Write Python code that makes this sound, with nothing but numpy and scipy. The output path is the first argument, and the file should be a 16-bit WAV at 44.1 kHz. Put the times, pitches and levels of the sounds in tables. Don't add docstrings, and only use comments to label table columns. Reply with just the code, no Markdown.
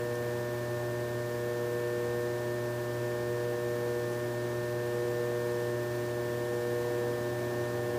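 import sys
import numpy as np
from scipy import signal
from scipy.fft import rfft, irfft
from scipy.io import wavfile

SR = 44100
rng = np.random.default_rng(int(sys.argv[2]) if len(sys.argv) > 2 else 0)


def file_out(sig):
    cols = np.atleast_2d(sig).T
    lim = np.clip(cols, -1, 1)
    pcm = np.round(lim * 32767).astype(np.int16)
    wavfile.write(sys.argv[1], SR, pcm)


N = 352312
TIME = np.arange(N) / SR
BINS = np.fft.rfftfreq(N, 1 / SR)
KICK_HZ = 120.03


def amp(db):
    return 10 ** (np.asarray(db) / 20)


def unit(x):
    return x / np.sqrt(np.mean(x ** 2) + 1e-30)


def noise(gain):
    spectrum = rfft(rng.standard_normal(N)) * gain
    return unit(irfft(spectrum, N))


def drift(rate_hz):
    grid = np.arange(0, 2 * TIME[-1], 1 / 200)
    hz = np.fft.rfftfreq(len(grid), grid[1])
    low_pass = np.exp(-(hz / rate_hz) ** 2)
    slow = irfft(rfft(rng.standard_normal(len(grid))) * low_pass, len(grid))
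    return np.interp(TIME, grid, unit(slow))


def bell(hz, width):
    return 1 / (1 + ((BINS - hz) / (width / 2)) ** 2)


def ringing(modes):
    gain = sum(amp(db) * bell(hz, width) for hz, width, db in modes)
    return noise(gain)


def motor(slip_turns=0.0025, waver_db=0.6, waver_hz=9):
    # multiple of the kick rate, rms level in dB before swell and waver.
    partials = [(1, -41.2), (2, -50.1), (3, -38.0), (4, -40.0), (5, -40.2), (6, -67.0), (7, -66.0),
                (8, -55.6), (9, -54.1), (10, -60.5), (11, -67.4), (12, -59.4), (13, -58.2), (14, -58.9),
                (15, -48.5), (16, -68.7), (17, -73.9), (18, -77.7), (19, -70.6), (20, -72.6)]
    # multiple, depth of the swell in dB, dB per dB of load.
    followers = [(1, -1.8, -0.25), (3, 0, 1.0), (4, 9.7, 1.15)]
    # time in seconds, load in dB.
    load = [(0, -1.2), (1.3, -1.9), (1.8, 0.8), (3.0, -0.5), (3.7, 0.3), (5.3, 0.8), (7.99, 0.3)]
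    multiples, level_db = np.transpose(partials)
    swell = wheel_swell()
    load_db = np.interp(TIME, *np.transpose(load))
    swell_db = {round(k): depth_db * swell + follow * load_db for k, depth_db, follow in followers}
    surge_s, surge_width_s, surge_db = 4.1, 0.08, 1
    swell_db[1] = swell_db[1] + surge_db * np.exp(-((TIME - surge_s) / surge_width_s) ** 2)
    cycles = KICK_HZ * TIME + slip_turns * drift(1.4)
    smear_rad = 1.06
    phases = causal_phase(level_db) - smear_rad * multiples ** 2
    hum = np.zeros(N)
    for k, db, phase in zip(multiples, level_db, phases):
        gain = amp(db + swell_db.get(k, 0) + waver_db * drift(waver_hz))
        hum += np.sqrt(2) * gain * np.cos(2 * np.pi * k * cycles + phase)
    return hum


def causal_phase(level_db):
    log_gain = np.log(amp(np.r_[level_db.min(), level_db, level_db[-1]]))
    circle = np.r_[log_gain, log_gain[-2:0:-1]]
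    return -signal.hilbert(circle).imag[1:len(level_db) + 1]


def wheel_swell():
    turn_starts = [-1.2, 0.62, 2.59, 4.33, 5.87, 7.38, 8.86]
    rise_share, hold_share = 0.49, 0.32
    angle = np.interp(TIME, turn_starts, np.arange(len(turn_starts))) % 1
    rise = angle / rise_share
    fall = (1 - angle) / (1 - rise_share - hold_share)
    swell = np.clip(np.minimum(rise, fall), 0, 1)
    return swell - swell.mean()


def whirr(mean_db=-43, swell_db=0.14, rise_db=0.85, pulsing=0.055):
    # frequency in Hz, relative density in dB per Hz.
    spectrum = [(25, -18), (50, -16), (85, -2.5), (160, -4), (250, -4.5), (340, 0), (520, -4), (820, -6),
                (1200, -13), (1750, -14.5), (2100, -17), (5500, -21), (8000, -24), (14500, -28.5)]
    # frequency in Hz, width in Hz, lift in dB.
    frame = [(191, 11, 2.5), (214, 15, 4.5), (276, 12, -1), (350, 17, 4), (596, 6.4, -8), (836, 6.9, 8.5),
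             (1693, 30, 6), (1838, 12, 1.5), (2270, 17, 6.5)]
    hz, db = np.transpose(spectrum)
    colour_db = np.interp(np.log(BINS + 1), np.log(hz), db)
    colour_db += sum(lift * bell(f, width) for f, width, lift in frame)
    torque = 1 + pulsing * np.cos(2 * np.pi * KICK_HZ * TIME)
    level_db = mean_db + rise_db * (TIME / TIME[-1] - 0.5) + swell_db * drift(6.3)
    return amp(level_db) * torque * noise(amp(colour_db))


def whine(wander_rad=0.7, flutter_db=1.0, swell_db=2.0):
    # frequency in Hz, rms level in dB before any modulation,
    # depth of the pulsing at the kick rate as a ratio.
    tones = [(7800, -79, 0), (8200, -78, 0), (10301, -75.5, 0.3), (11621, -77, 1.9), (12581, -76.5, 1.8),
             (13902, -74.5, 0.4), (14201, -67, 0.4), (14441, -79, 1.5), (14921, -79, 1.4),
             (15402, -69.5, 0.1)]
    wander = wander_rad * drift(5)
    turn_db = swell_db * wheel_swell()
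    ripple = np.cos(2 * np.pi * KICK_HZ * TIME)
    total = np.zeros(N)
    for hz, db, depth in tones:
        gain = amp(db + depth * turn_db) * (1 + depth * ripple)
        total += gain * np.sin(2 * np.pi * (hz * TIME + rng.random()) + wander)
    return np.sqrt(2) * amp(flutter_db * drift(10)) * total


def touches():
    # time of the peak in seconds, rms level at the peak in dB,
    # rise and decay time constants in seconds.
    contacts = [(0.154, -47.5, 0.001, 0.005), (4.135, -56.5, 0.035, 0.025)]
    # frequency in Hz, width in Hz, relative level in dB.
    touch_modes = [(3200, 500, -5), (6100, 1000, 0), (10200, 1200, -2)]
    push = np.zeros(N)
    for peak_s, db, rise, decay in contacts:
        time_constants = np.maximum((peak_s - TIME) / rise, (TIME - peak_s) / decay)
        push += amp(db) * np.exp(-time_constants)
    return push * ringing(touch_modes)


def rumble():
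    # time in seconds, rms level in dB.
    course = [(0, -53), (3.6, -76), (4.1, -60), (5.8, -57), (6.7, -51), (6.9, -45), (7.2, -47.5),
              (7.5, -44.5), (7.7, -46), (7.95, -44)]
    # frequency in Hz, width in Hz, relative level in dB.
    drone_modes = [(97, 15, 0.5), (198, 65, -8), (280, 13, 4.5), (345, 59, -4.5), (408, 30, -6),
                   (665, 130, -6), (768, 18, -2), (1044, 60, -14)]
    level_db = np.interp(TIME, *np.transpose(course))
    return amp(level_db) * ringing(drone_modes)


def scene():
    return (motor() + whirr() + whine() + touches() + rumble())[None]


def record(dry):
    edge_hz = 15520
    low_pass = signal.firwin(2047, edge_hz, window=("kaiser", 9), fs=SR)
    return signal.oaconvolve(dry, low_pass[None], "same")


dry = scene()
out = record(dry)
file_out(out)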